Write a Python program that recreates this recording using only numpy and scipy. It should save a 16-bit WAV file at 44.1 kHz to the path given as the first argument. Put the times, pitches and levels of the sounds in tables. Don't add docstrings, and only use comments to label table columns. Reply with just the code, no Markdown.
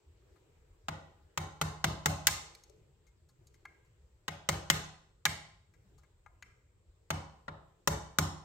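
import sys
import numpy as np
from scipy import signal
from scipy.fft import rfft, irfft, next_fast_len
from scipy.io import wavfile

SR = 44100
rng = np.random.default_rng(int(sys.argv[2]) if len(sys.argv) > 2 else 0)


def master_out(mix):
    frames = np.transpose(np.atleast_2d(mix))
    ceiling = np.clip(frames, -1, 1)
    pcm = np.round(ceiling * 32767).astype(np.int16)
    wavfile.write(sys.argv[1], SR, pcm)


def field_ratio(decibels):
    return 10 ** (np.asarray(decibels, dtype=float) / 20)


N = 372204
CONTACT_SAMPLES = 4096
WAYS = 5


def rms_one(x, count=None):
    return x / np.sqrt(np.mean(x[..., :count] ** 2, axis=(-1, -2), keepdims=True) + 1e-20)


def at_hz(points, hz, axis=1):
    points = np.array(points)
    return np.interp(np.log(hz), np.log(points[:, 0]), points[:, axis])


def ring(push, hz, t60):
    radius = field_ratio(-60 / (t60 * SR))
    turn = 2 * np.pi * hz / SR
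    return signal.lfilter([0, np.sin(turn)], [1, -2 * radius * np.cos(turn), radius * radius], push + 1e-18)


def band(x, low_hz, high_hz):
    edges_hz = [low_hz, min(high_hz, .45 * SR)]
    return signal.sosfilt(signal.butter(2, edges_hz, "band", fs=SR, output="sos"), x)


def drift(quickness):
    knots = rng.standard_normal(int(N / SR * 40))
    slow = signal.lfilter([1], [1, -np.exp(-quickness / 6.4)], knots)
    return np.interp(np.arange(N) / SR * 39, np.arange(len(slow)), slow / slow.std())


# (f/Hz, likeness; below 0 counts as 0)
LEFT_RIGHT_LIKENESS = [(60, 0.985), (130, 0.95), (240, 0.5), (500, 0.5), (950, 0.15), (3770, -0.22),
                       (15000, -0.04)]


def stereo_noise(mid, side, hz):
    alike = np.clip(at_hz(LEFT_RIGHT_LIKENESS, hz), 0, 1)
    return np.sqrt(1 + alike) * mid + np.sqrt(1 - alike) * side * [[1], [-1]]


# (f/Hz, level/dB per Hz)
AIR_SPECTRUM = [(25, -5), (80, -1.5), (124, -6), (250, -26.5), (389, -9), (687, -25.5), (1120, -30.5),
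                (3150, -36), (6000, -40.5), (8300, -39.5), (9500, -47), (15200, -47), (16500, -52)]
# (t/s, level/dB)
DRONE_LEVEL = [(0, -74), (.35, -71), (.8, -74.5), (2.6, -71), (2.9, -76), (3.3, -79.5), (3.55, -73.5),
               (4.1, -77), (5.65, -80), (5.9, -73), (6.15, -78), (6.8, -79), (8.44, -73.5)]
# (t/s, rise in level/dB)
BOOM_SWELLS = [(2.82, 9), (3.35, 6), (5.9, 10), (6.45, 4.5)]


def background():
    rumble_db, boom_db, hiss_db = -65.5, -75, -79.5
    hiss_follows = 0.7
    swell_s, patchy_db = 0.13, 4.5
    t = np.arange(N) / SR
    drone_db = np.interp(t, *np.transpose(DRONE_LEVEL))
    boom_db = boom_db + sum(rise * np.exp(-((t - s) / swell_s) ** 2) for s, rise in BOOM_SWELLS)
    hiss_db = hiss_db + hiss_follows * (drone_db - drone_db.mean())
    levels = [rumble_db, boom_db, drone_db, hiss_db]
    white = rng.standard_normal((2, 2, N))
    edges = 25 * 2 ** np.arange(0, 9.4, 1 / 3)
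    layers = [0, 0, 0, 0]
    for k, (low, high) in enumerate(zip(edges, edges[1:])):
        hz = np.sqrt(low * high)
        mid, side = band(white[k % 2], low, high)
        flicker_db = patchy_db * (hz / 100) ** -.3 * drift(4.9)
        layer = int(hz > 105) + int(hz > 250) + int(hz > 800)
        layers[layer] = layers[layer] + stereo_noise(mid, side, hz) * field_ratio(at_hz(AIR_SPECTRUM, hz) + flicker_db)
    mix = sum(rms_one(layer) * field_ratio(db) for layer, db in zip(layers, levels))
    return mix * field_ratio([[.5], [-.5]])


def port_hiss():
    low_hz, high_hz, level_db = 6900, 8400, -85.5
    hiss = band(rng.standard_normal((2, N)), low_hz, high_hz)
    return field_ratio(level_db) * rms_one(band(hiss, low_hz, high_hz))


def rattle(length_s, spiky_db, alike, settle_db):
    t = np.arange(CONTACT_SAMPLES) / SR
    spikes_db = spiky_db * rng.standard_normal((len(length_s), 1, CONTACT_SAMPLES))
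    clicks = rng.standard_normal((len(length_s), WAYS + 1, CONTACT_SAMPLES)) * field_ratio(spikes_db)
    share = np.clip(alike, 0, 1)
    clicks[:, :2] = np.sqrt(share) * clicks[:, -1:] + np.sqrt(1 - share) * clicks[:, :2]
    contact = np.exp(-(t / np.abs(length_s)[:, None, None]) ** 1.6)
    settling = field_ratio(settle_db) * np.exp(-t / 0.018 - (t / 0.019) ** 4)
    onset = 1 - np.exp(-t / 0.00039)
    return clicks[:, :WAYS] * onset * (contact + settling)


def place(times, sounds, lag=0):
    out = np.zeros((WAYS, N + CONTACT_SAMPLES))
    for s, sound in zip(times, sounds):
        start = round(s * SR)
        out[:, start:start + CONTACT_SAMPLES] += sound * np.linspace(1, 0, CONTACT_SAMPLES)
    out[1] = np.roll(out[1], lag)
    return out[:, :N]


# (f/Hz, relative level/dB, t60/s)
METAL_MODES = [(436, -4, 0.07), (470, -2, 0.02), (570, 0, 0.062), (674.3, -7, 0.11), (854, 3.5, 0.046),
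               (1020, -10, 0.036), (1053, -7, 0.091), (1235, -4, 0.054), (1390, -4, 0.04), (1640, 0, 0.031),
               (2026, 1, 0.028), (2100, -4.5, .06), (2140, -11.5, 0.27), (2296, -3.5, .05),
               (2660, -15, 0.055), (3020, -6.5, .018), (3800, -2, .015), (4040, -2, .012), (4400, 1, 0.025),
               (4800, 0, .015), (5500, -5.5, 0.013), (5710, -7, .015), (6400, -3, 0.04), (6780, -3.5, .02),
               (7250, -1, .015), (7780, -17.5, .015), (9700, -16.5, 0.0055), (13300, -5.5, 0.0027),
               (15000, -8, 0.005)]


def rung(chatter, strengths_db, low, high):
    total = 0
    for k, (hz, db, t60) in enumerate(METAL_MODES):
        if low <= hz < high:
            total = total + field_ratio(db + strengths_db[:, k]) * ring(chatter, hz, t60)
    return rms_one(total, count=400)


# (t/s, tick level/dB, body level/dB, body f/Hz, left-right level/dB)
LIGHT_CONTACTS = [(.355, -85, -75.5, 1480, 15), (1.195, -92, -75, 1160, 5), (2.281, -45.5, -32, 1567, -0.5),
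                  (2.549, -53.5, -64, 2500, -3.5), (2.636, -59, -75, 2200, 3), (2.696, -68, -57.5, 393, 14),
                  (3.066, -75, -78, 2000, 10), (3.288, -71, -77.5, 1300, 3), (3.469, -63.5, -83.5, 2500, 1),
                  (3.54, -70, -70.5, 2100, 7), (3.652, -63, -45.5, 1800, 2), (3.848, -79.5, -86, 1200, -1),
                  (5.261, -38.5, -28, 1700, -3), (5.737, -77.5, -70.5, 1750, 11),
                  (5.979, -71.5, -72, 1200, 11), (6.033, -77, -66.5, 1520, 7.5),
                  (6.261, -79, -55, 1400, 10), (6.424, -57, -47.5, 2240, 5)]


def touches():
    shortest_s, scuff_s_per_db, scuff_below_db = 0.0046, 0.0013, -60
    s, tick_db, body_db, body_hz, pan_db = np.transpose(LIGHT_CONTACTS)
    faintness_db = np.clip(scuff_below_db - np.maximum(tick_db, body_db), 0, None)
    length_s = shortest_s + scuff_s_per_db * faintness_db
    chatter = rattle(length_s, spiky_db=7.0, alike=1.0, settle_db=-17)
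    chance_db = rng.standard_normal((len(s), len(METAL_MODES), 1, 1))
    tick = rung(chatter, 3 * chance_db, 4000, 9000)
    tick = tick + .8 * rms_one(band(chatter, 4000, 10000), count=400)
    octaves = np.log2(np.array(METAL_MODES)[:, 0] / body_hz[:, None])
    nearness_db = -20 * octaves[:, :, None, None] ** 2
    body = rung(chatter, nearness_db + 2 * chance_db, 0, 4000)
    body = np.array([band(row, hz / 2.2, hz * 1.5) for row, hz in zip(body, body_hz)])
    sounds = field_ratio(tick_db)[:, None, None] * band(tick, 4100, 15500) + field_ratio(body_db)[:, None, None] * body
    sounds[:, :2] *= field_ratio(np.outer(pan_db, [.5, -.5]))[:, :, None]
    return place(s, sounds)


# (f/Hz, relative level/dB, t60/s)
ROOM_TAIL = [(100, -10.5, .45), (250, -5, 0.45), (400, 1, .55), (534, 1.5, .6), (900, -2, .6),
             (1550, -7.5, 0.52), (3000, -8, .56), (6000, -7, .52), (8920, -7.5, 0.43), (12000, -7.5, 0.21),
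             (16000, -9, 0.17)]


def workshop(ways):
    size = 32768
    t = np.arange(size) / SR
    edges = 50 * 2 ** np.arange(0, 8.6, .5)
    echo = 0
    for low, high in zip(edges, edges[1:]):
        hz = np.sqrt(low * high)
        mid, side = band(rng.standard_normal((2, len(ways), 1, size)), low, high)
        t60 = at_hz(ROOM_TAIL, hz, axis=2)
        dying = field_ratio(at_hz(ROOM_TAIL, hz) - 60 * t / t60)
        evened = np.sqrt(len(ways) * t60 * SR / 7)
        echo = echo + stereo_noise(mid, side, hz) * dying / evened
    build = 1 - np.exp(-(t / .025) ** 2.0)
    total = next_fast_len(N + size)
    spectrum = rfft(ways[:, None], total) * rfft(echo * build, total)
    return irfft(spectrum.sum(axis=0), total)[:, :N]


# (t/s, push level/dB: weight into the model, mount level/dB: ring of the seat,
#         snap level/dB: hardness of steel on pin)
BLOWS = [(0.8831, -33.5, -37, -45), (1.3744, -31, -33.5, -36), (1.6132, -29.5, -31, -32.5),
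         (1.8418, -27, -27.5, -31), (2.058, -26.5, -27.5, -27), (2.2694, -34, -23, -20),
         (4.2798, -37, -34.5, -42), (4.4882, -28, -27.5, -28.5), (4.6999, -28, -21.5, -24),
         (5.253, -33, -24.5, -27), (7.1034, -30, -33, -36.5), (7.48, -38.5, -48, -64),
         (7.874, -25, -29, -26.5), (8.1853, -24.5, -28, -26)]


def blow_parts():
    middling_db = -30
    s, push_db, mount_db, snap_db = np.transpose(BLOWS)
    bench_db = -35.5 + 1.25 * (push_db - middling_db)
    crack_db = -37.5 + 1.2 * (snap_db - middling_db)
    return s, bench_db, push_db, mount_db, snap_db, crack_db


PART_EDGES = [430, 1500, 4000, 9000, 16000]
PART_LAGS = [9, -3, 1, -1]


def taps():
    bare_db, thud_db = 4.0, -6.0
    shortest_s, longer_s_per_db, hardest_db = 0.0023, 0.00021, -20
    s, bench_db, knock, mount, pin, crack = blow_parts()
    length_s = shortest_s + longer_s_per_db * np.clip(hardest_db - pin, 0, None)
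    chatter = rattle(length_s, spiky_db=2.5, alike=0.39, settle_db=-8.5)
    strengths_db = 3 * rng.standard_normal((len(s), len(METAL_MODES), WAYS, 1))
    thud = rms_one(band(chatter, 220, 450), count=400)
    out = place(s, field_ratio(bench_db + thud_db)[:, None, None] * thud)
    parts_db = [knock, mount, pin, crack]
    for low, high, db, lag in zip(PART_EDGES, PART_EDGES[1:], parts_db, PART_LAGS):
        bare = rms_one(band(chatter, low, high), count=400)
        part = rung(chatter, strengths_db, low, high) + field_ratio(bare_db) * bare
        part = band(part, .85 * low, 1.15 * high)
        out = out + place(s, field_ratio(db)[:, None, None] * rms_one(part, count=400), lag)
    return out * field_ratio([[1.1], [-1.1], [0], [0], [0]])


# (f/Hz, relative level/dB, t60/s, swell/s as the t60 of what holds back the onset)
BENCH_MODES = [(67, -9, 0.9, .12), (87, -2, .45, 0.06), (103, -8, .3, 0.18), (113, -4, 0.45, .08),
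               (155, -3, .6, 0.025), (158.2, -9, 0.6, 0.025), (183, -8.5, 0.4, .04),
               (215, -20.5, 0.75, .03), (266, -22, 0.45, 0.057), (295, -17, .5, 0.071),
               (345, -17, 0.35, .02), (390, -17, .3, 0.011)]


def bench():
    hold_s, drop_s, drop_db = 0.11, 0.012, -8
    s, bench_db, *_ = blow_parts()
    strengths = field_ratio(bench_db[:, None] + 2 * rng.standard_normal((len(s), len(BENCH_MODES))))
    out = np.zeros(N)
    for k, (hz, db, t60, swell) in enumerate(BENCH_MODES):
        push = np.zeros(N)
        push[np.round(s * SR).astype(int)] = strengths[:, k] * field_ratio(db)
        out += ring(push, hz, t60) - ring(push, hz, min(swell, t60))
    t = np.arange(N) / SR
    since_blow = t - s[np.clip(np.searchsorted(s, t) - 1, 0, None)]
    return out * field_ratio(drop_db * (.5 + .5 * np.tanh((since_blow - hold_s) / drop_s)))


def scene():
    ways = taps() + touches() + bench()
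    return ways[:2] + workshop(ways[2:]) + background() + port_hiss()


def top_cut(x):
    return signal.sosfilt(signal.butter(12, 16810, fs=SR, output="sos"), x)


def record(dry):
    dry = signal.sosfilt(signal.butter(2, 42, "high", fs=SR, output="sos"), dry)
    dry = dry - 0.7 * signal.lfilter(*signal.iirpeak(10000, 4.0, fs=SR), dry)
    dry = signal.sosfilt(signal.cheby2(16, 30, 16100, fs=SR, output="sos"), dry)
    return top_cut(dry)


dry = scene()
out = record(dry)
master_out(out)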